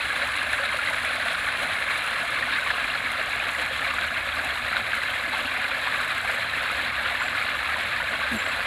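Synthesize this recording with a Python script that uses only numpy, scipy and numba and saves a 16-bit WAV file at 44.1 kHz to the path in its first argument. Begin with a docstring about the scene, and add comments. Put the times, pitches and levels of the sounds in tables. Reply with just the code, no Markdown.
"""A small waterfall babbles over icy rocks into a garden pond: crowds of ringing bubbles in uneven
splashes, over a soft rush, crackling spray and a low rumble. Small birds whistle two thin, high
trills. Runs of faint, quick ticks sound close by, likely a lens motor, and near the end comes
one short, low groan, perhaps the camera mount rubbing."""
import sys
import numpy as np
from scipy import signal
from scipy.fft import rfft, irfft, next_fast_len
from scipy.io import wavfile
from scipy.ndimage import uniform_filter1d
from numba import njit

SR = 44100
rng = np.random.default_rng(int(sys.argv[2]) if len(sys.argv) > 2 else 0)


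def wrap_up_sound(samples):
    """Save the sound to the file named by the first command line argument, as 16-bit audio."""
    columns = np.atleast_2d(samples).T
    # keep every value between -1 and 1, then stretch to whole-number steps
    tamed = np.clip(columns, -1, 1)
    steps = np.round(tamed * 32767).astype(np.int16)
    wavfile.write(sys.argv[1], SR, steps)


N = 381906
T = np.arange(N) / SR


def waterfall(slosh):
    """Small bubbles come in bursts as lumps of water land, over the smooth rush of the stream."""
    # The fall eases a little as the microphone turns past it. Each row: time in seconds, level in dB.
    fader = [(0, -27), (2.7, -27), (3.1, -27.5), (4.4, -28), (5.4, -27.5), (5.9, -27), (8.66, -27.5)]
    # Big lumps land and the fall surges for a moment. Each row: time in seconds, boost in dB.
    splashes = [(.17, 3.5), (.659, 3), (.882, 0.5), (1.282, 2.5), (1.911, 4.5), (2.537, 4.5), (2.708, 1.5),
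                (3.907, 5), (4.768, 0), (5.958, 2.5), (7.39, 3.5), (8.519, 3)]
    # The fall's midrange voice. Each row: frequency in Hz, gain in dB.
    fall_eq = [(700, -30), (900, -15), (1120, -6.5), (1350, -5.5), (1700, 0), (1900, -6), (2130, -3),
               (2750, -8.5), (3020, -14.5), (3250, -11.5), (3550, -12.5), (4020, -11), (4700, -26),
               (6000, -40)]
    level_db, = in_time(fader)
    half_width_s = 0.013
    surge_db = sum(db * np.exp(-np.minimum(((T - s) / half_width_s) ** 2, 20)) for s, db in splashes)
    flow = from_db(.95 * slosh + 1.05 * drift(90))
    babble = bubble_crowd(flow * from_db(.8 * drift(40)), per_s=2300, low_hz=749, high_hz=2706,
                          spread_db=2.5, cycles=25.4, rise=.077)
    fizz = bubble_crowd(flow * from_db(.8 * drift(40)), per_s=3000, low_hz=2700, high_hz=5500,
                        spread_db=4, cycles=32, rise=.08)
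    plinks = bubble_crowd(flow, per_s=100, low_hz=1000, high_hz=3300, spread_db=3.2, cycles=58, rise=.1)
    slaps = rms_one((rng.random(N) < 400 * flow / SR) * rng.standard_normal(N))
    rush = rng.standard_normal(N) * np.sqrt(flow)
    water = babble + from_db(2) * fizz + from_db(-6) * plinks + from_db(-1.5) * slaps + from_db(3) * rush
    return from_db(level_db + surge_db) * steady(colour(water, fall_eq))


def bubble_crowd(flow, per_s, low_hz, high_hz, spread_db, cycles, rise):
    """Bubbles of all sizes are born at random, more and stronger where the flow surges; rms 1."""
    starts = np.flatnonzero(rng.random(N) < per_s * flow / SR)
    pitch, life = rng.random((2, N))[:, starts]
    strength, sign = rng.standard_normal((2, N))[:, starts]
    hz = low_hz * (high_hz / low_hz) ** pitch
    height = np.sign(sign) * from_db(spread_db * np.minimum(strength, 2)) * np.sqrt(flow[starts]) * hz
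    return rms_one(ring_bubbles(starts, 2 * np.pi * hz / SR, height, cycles * (.5 + life), rise, N))


@njit
def ring_bubbles(starts, phase_step, height, cycles, rise, n):
    """Each bubble is a dying sine whose pitch climbs as it nears the surface."""
    out = np.zeros(n)
    for b in range(len(starts)):
        life = int(cycles[b] * 2 * np.pi / phase_step[b])
        fade, level = np.exp(-5 / life), height[b]
        for i in range(min(life, n - starts[b])):
            out[starts[b] + i] += level * np.sin(phase_step[b] * i * (1 + rise * i / life / 2))
            level *= fade
    return out


def plops(slosh):
    """A lump of water traps one strong bubble, which rings for a few cycles, bending slightly up."""
    # The standout bubbles. Each row: start in seconds, level in dB, pitch in Hz, decay in cycles.
    accents = [(0.416, -12, 1600, 4), (0.533, -10.5, 1690, 4), (0.595, -26.5, 540, 10),
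               (0.743, -23, 596, 4.1), (0.789, -14.5, 1390, 7), (0.874, -12, 2010, 7),
               (1.256, -27, 684, 12), (1.284, -10, 2070, 3), (1.487, -14.5, 1510, 4), (1.823, -18, 1690, 6),
               (1.907, -10.5, 1920, 3.7), (2.231, -26.5, 675, 13), (2.425, -17, 1830, 14),
               (2.586, -13, 1540, 5.2), (2.703, -11, 1710, 8.4), (2.9, -18, 2760, 12), (3.194, -27, 613, 8),
               (3.4, -12, 2450, 5.6), (3.709, -27.5, 523, 5.8), (3.984, -11.5, 1450, 4.4),
               (4.767, -6.5, 1500, 3), (4.767, -15, 3800, 7.2), (4.933, -11, 1580, 5),
               (5.276, -31, 290, 2.6), (5.448, -30, 259, 3), (5.94, -19, 2200, 5.4),
               (7.151, -14.5, 1740, 9), (7.424, -13.5, 2300, 7), (7.742, -10.5, 1750, 4)]
    out, t = np.zeros(N), T[:SR // 14]
    for s, level_db, hz, decay_cycles in accents + stray_plops(slosh):
        envelope = (1 - np.exp(-1.5 * t * hz)) * np.exp(-t * hz / decay_cycles)
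        add(out, s, from_db(level_db) * envelope * np.sin(2 * np.pi * hz * t * (1 + t / 2)))
    return signal.sosfilt(signal.butter(6, 4400, fs=SR, output="sos"), out)


def stray_plops(slosh, per_s=9, centre_hz=1753):
    """Rows of random plops, likelier as the water surges and weaker far from the centre pitch."""
    born = rng.random(N) < per_s * from_db(2 * slosh) / SR
    octaves = 0.497 * np.clip(rng.standard_normal(N)[born], -2, 2)
    level_db = -15 - 6.5 * np.abs(octaves)
    decay_cycles = 4.4 * (.5 + rng.random(N)[born])
    return list(zip(T[born], level_db, centre_hz * 2 ** octaves, decay_cycles))


def pool(slosh):
    """Larger bubbles gurgle where the fall plunges in."""
    # The pool's hollow body. Each row: frequency in Hz, gain in dB.
    pool_eq = [(110, -8.5), (190, -12.5), (232, -3.5), (280, -5), (370, -14), (440, -9), (560, 0), (720, 0),
               (860, -3.5), (1100, -12), (2000, -61.5)]
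    flow = from_db(slosh + 1.2 * drift(28))
    gurgle = bubble_crowd(flow, per_s=550, low_hz=169.4, high_hz=1108,
                          spread_db=4, cycles=18.3, rise=.072)
    glugs = bubble_crowd(flow, per_s=22, low_hz=500, high_hz=740, spread_db=2.5, cycles=36, rise=.1)
    wash = rng.standard_normal(N)
    return from_db(-39.5) * colour(gurgle + from_db(-11) * glugs + from_db(9) * wash, pool_eq)


def spray(slosh, pond_db=-47, stream_db=-49.5, spatters_per_s=4):
    """Droplets crackle on the rocks over a thin hiss; level and tone shift as the microphone turns."""
    # The microphone's aim. Each row: time in seconds, turn from 0 (pond) to 1 (upper stream).
    aim = [(0, 0), (1.8, 0), (2.6, .45), (3.6, .75), (5.5, 1), (8.66, 1)]
    # The sparkle facing the pond, and facing the stream. Each row: frequency in Hz, gain in dB.
    pond_eq = [(4500, -16), (6000, -11), (7300, -4.5), (8000, -4.5), (8600, -7), (9700, 1), (10350, -.5),
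               (11100, -9), (11900, -14), (12900, -10), (13500, -13), (14300, -22), (15700, -26)]
    stream_eq = [(4500, -14), (6100, -9), (7000, -2), (8000, -1), (8500, -4), (9200, -2), (9800, -2),
                 (10600, 0), (11550, -2), (12250, -11), (13200, -7.5), (14100, -14), (15700, -21)]
    turn, = in_time(aim)
    level_db = (1 - turn) * pond_db + turn * stream_db
    landings = (rng.random(N) < 150 / SR) * np.minimum(rng.exponential(1, N), 2)
    flare = signal.lfilter([1], [1, -np.exp(-1 / (0.005 * SR))], landings)
    envelope = from_db(level_db) * rms_one((1 + .25 * flare) * from_db(.7 * slosh + .5 * drift(8)))
    # bright spatters on the rocks by the pond die in milliseconds
    spatter = from_db(-41.5) * np.exp(-T[:SR // 20] / 0.0037)
    for s in T[rng.random(N) < spatters_per_s * (1 - turn) / SR]:
        add(envelope, s, spatter)
    drops = (rng.random(N) < 4500 / SR) * rng.standard_normal(N)
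    crackle = rms_one(drops) + from_db(-1.5) * rng.standard_normal(N)
    return envelope * ((1 - turn) * colour(crackle, pond_eq) + turn * colour(crackle, stream_eq))


def birds():
    """Each note of a trill is a tiny arched whistle, blurred by its echoes off the rocks."""
    # The two trills. Each row: note centre in seconds, pitch in Hz, peak level in dB.
    notes = [(7.202, 7280, -43), (7.224, 7680, -42), (7.241, 7330, -45), (7.262, 7690, -44),
             (7.278, 7300, -47), (8.370, 7520, -42), (8.391, 7320, -39), (8.412, 7560, -43),
             (8.451, 7660, -42), (8.488, 7720, -41), (8.520, 7470, -47)]
    out, arc = np.zeros(N), np.linspace(-1, 1, int(0.02 * SR))
    for s, hz, peak_db in notes:
        phase = 2 * np.pi * np.cumsum(hz * (1.004 - 0.093 * arc ** 2)) / SR
        note = from_db(peak_db) * np.cos(np.pi * arc / 2) ** 2 * np.sin(phase)
        start = s - len(arc) / SR / 2
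        add(out, start, note)
        for echo_s in rng.uniform(.004, .035, size=3):
            add(out, start + echo_s, from_db(-12) * note)
    return out


def lens_ticks(step_s=1 / 30, attack_s=0.0015):
    """The stepping motor ticks: a few milliseconds of thin buzz with one main resonance."""
    # Runs of ticks. Each row: start and end in seconds, level in dB, pitch in Hz, motor steps per tick.
    runs = [(3.228, 3.40, -43, 7300, 1), (3.486, 3.70, -45, 7150, 1), (3.777, 3.83, -46, 7150, 1),
            (3.911, 4.16, -46, 7150, 1), (5.783, 5.95, -45, 8000, 1), (5.982, 6.42, -41.5, 8100, 1),
            (7.298, 7.58, -45, 7700, 2), (7.7688, 7.85, -45, 7800, 2), (7.963, 8.11, -44, 7800, 2),
            (8.333, 8.38, -40, 8000, 1)]
    out, t = np.zeros(N), T[:SR // 40]
    envelope = (t / attack_s) ** 2 * np.exp(2 - 2 * t / attack_s)
    for start, end, level_db, hz, steps in runs:
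        for s in np.arange(start, end, steps * step_s):
            buzz = rng.standard_normal(len(t))
            main = rms_one(resonate_twice(buzz, hz, width_hz=1500))
            upper = rms_one(resonate_twice(buzz, hz * 1.3, width_hz=2200))
            add(out, s - .002, from_db(level_db) * envelope * (main + from_db(-5) * upper))
    return out


def groan():
    """A short, uneven stick-slip tone that sinks as the movement slows, with a faint high rustle."""
    # The groan's slide. Each row: time in seconds, pitch in Hz, level in dB.
    slide = [(8.300, 245.5, -62), (8.318, 240, -32), (8.335, 233, -28.5), (8.352, 221, -27),
             (8.366, 206, -28), (8.385, 190, -48)]
    # The airy rustle and the dull rub. Each row: frequency in Hz, gain in dB.
    rustle_eq = [(5000, -14), (7500, -3), (11000, 2), (13500, -4), (15700, -12)]
    rub_eq = [(60, -2), (120, -3), (300, 6), (480, -10)]
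    hz, level_db = in_time(slide)
    phase = 2 * np.pi * np.cumsum(hz * (1 + 0.031 * drift(120))) / SR
    tone = np.sin(phase) + from_db(-22) * np.sin(2 * phase) + from_db(-12) * np.sin(3 * phase)
    rub = colour(rng.standard_normal(N), rub_eq)
    rustle = colour(rng.standard_normal(N), rustle_eq)
    gate = (T > slide[0][0]) & (T < slide[-1][0])
    return gate * from_db(level_db) * (tone + from_db(-9.5) * rub + from_db(-22) * rustle)


def rumble():
    """A bed of dull outdoor rumble with a wavering hum in it."""
    # The hum swells and fades. Each row: time in seconds, level in dB.
    swells = [(0, -51), (1.4, -53), (2.1, -62), (3.1, -52), (3.6, -49.5), (4.75, -48), (5.2, -54.5),
              (6.4, -54), (7.0, -49.5), (8.66, -49.3)]
    # The rumble's low end. Each row: frequency in Hz, gain in dB.
    rumble_eq = [(15, -22), (34, -4.5), (55, 6.5), (80, -5), (108, 7.5), (135, -4), (160, 3), (190, -23),
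                 (400, -26)]
    hum_db, = in_time(swells)
    band = signal.hilbert(resonate_twice(rng.standard_normal(N), hz=73.3, width_hz=19.6))
    hum = rms_one(band.real / np.sqrt(np.abs(band) + 1e-12))  # 2:1 compression calms the wavering
    return from_db(-51) * colour(rng.standard_normal(N), rumble_eq) + from_db(hum_db) * hum


def from_db(db):
    """Decibels to gain."""
    return 10 ** (np.asarray(db) / 20)


def rms_one(x):
    """Scale to unit power."""
    return x / np.sqrt(np.mean(x ** 2) + 1e-20)


def steady(x):
    """The pump feeds a constant flow: over a fifth of a second the power evens out to 1."""
    return x / np.sqrt(uniform_filter1d(x ** 2, size=SR // 5) + 1e-20)


def in_time(rows):
    """Draw automation curves: each column after the time, at every sample."""
    s, *columns = np.transpose(rows)
    return [np.interp(T, s, c) for c in columns]


def add(out, s, sound):
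    """Mix a sound in from time s."""
    i = max(0, int(s * SR))
    out[i:i + len(sound)] += sound[:max(0, N - i)]


def drift(corner_hz):
    """Smooth random modulation that rolls off above corner_hz; rms 1."""
    hop, warm_up = 40, 2000
    r = np.exp(-2 * np.pi * hop * corner_hz / SR)
    noise = rng.standard_normal(N // hop + warm_up + 2)
    slow = signal.lfilter([1], [1, -2 * r, r * r], noise)[warm_up:]
    return np.interp(np.arange(N) / hop, np.arange(len(slow)), rms_one(slow))


def colour(x, eq):
    """Minimum-phase EQ through (Hz, dB) points, rolling off past both ends; rms 1."""
    size = next_fast_len(N + SR // 10, True) // 2 * 2
    hz, db = np.transpose(eq)
    log_hz = np.log(np.maximum(np.fft.rfftfreq(size, 1 / SR), 1))
    beyond = np.abs(log_hz - np.clip(log_hz, np.log(hz[0]), np.log(hz[-1])))
    gain = from_db(np.interp(log_hz, np.log(hz), db) - 20 * beyond)
    cepstrum = irfft(np.log(gain))
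    cepstrum[1:size // 2] *= 2  # folded forward, so nothing rings ahead of a hit
    cepstrum[size // 2 + 1:] = 0
    return rms_one(irfft(rfft(x, size) * np.exp(rfft(cepstrum)))[:N])


def resonate_twice(x, hz, width_hz):
    """Two passes through one resonance, each width_hz wide with gain 1 at the peak."""
    r = np.exp(-np.pi * width_hz / SR)
    b = np.array([1, 0, -1]) * (1 - r * r) / 2
    a = [1, -2 * r * np.cos(2 * np.pi * hz / SR), r * r]
    return signal.lfilter(b, a, signal.lfilter(b, a, x))


def scene():
    """The mono mix; one uneven slosh drives all the water sounds."""
    slosh = drift(24)
    water = waterfall(slosh) + pool(slosh) + spray(slosh) + plops(slosh)
    return (water + rumble() + birds() + lens_ticks() + groan())[None]


def record(dry):
    """A steep high cut takes off the very top."""
    cutoff_hz = 15700
    return signal.sosfilt(signal.ellip(12, .1, 80, cutoff_hz, fs=SR, output="sos"), dry)


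dry = scene()
out = record(dry)
wrap_up_sound(out)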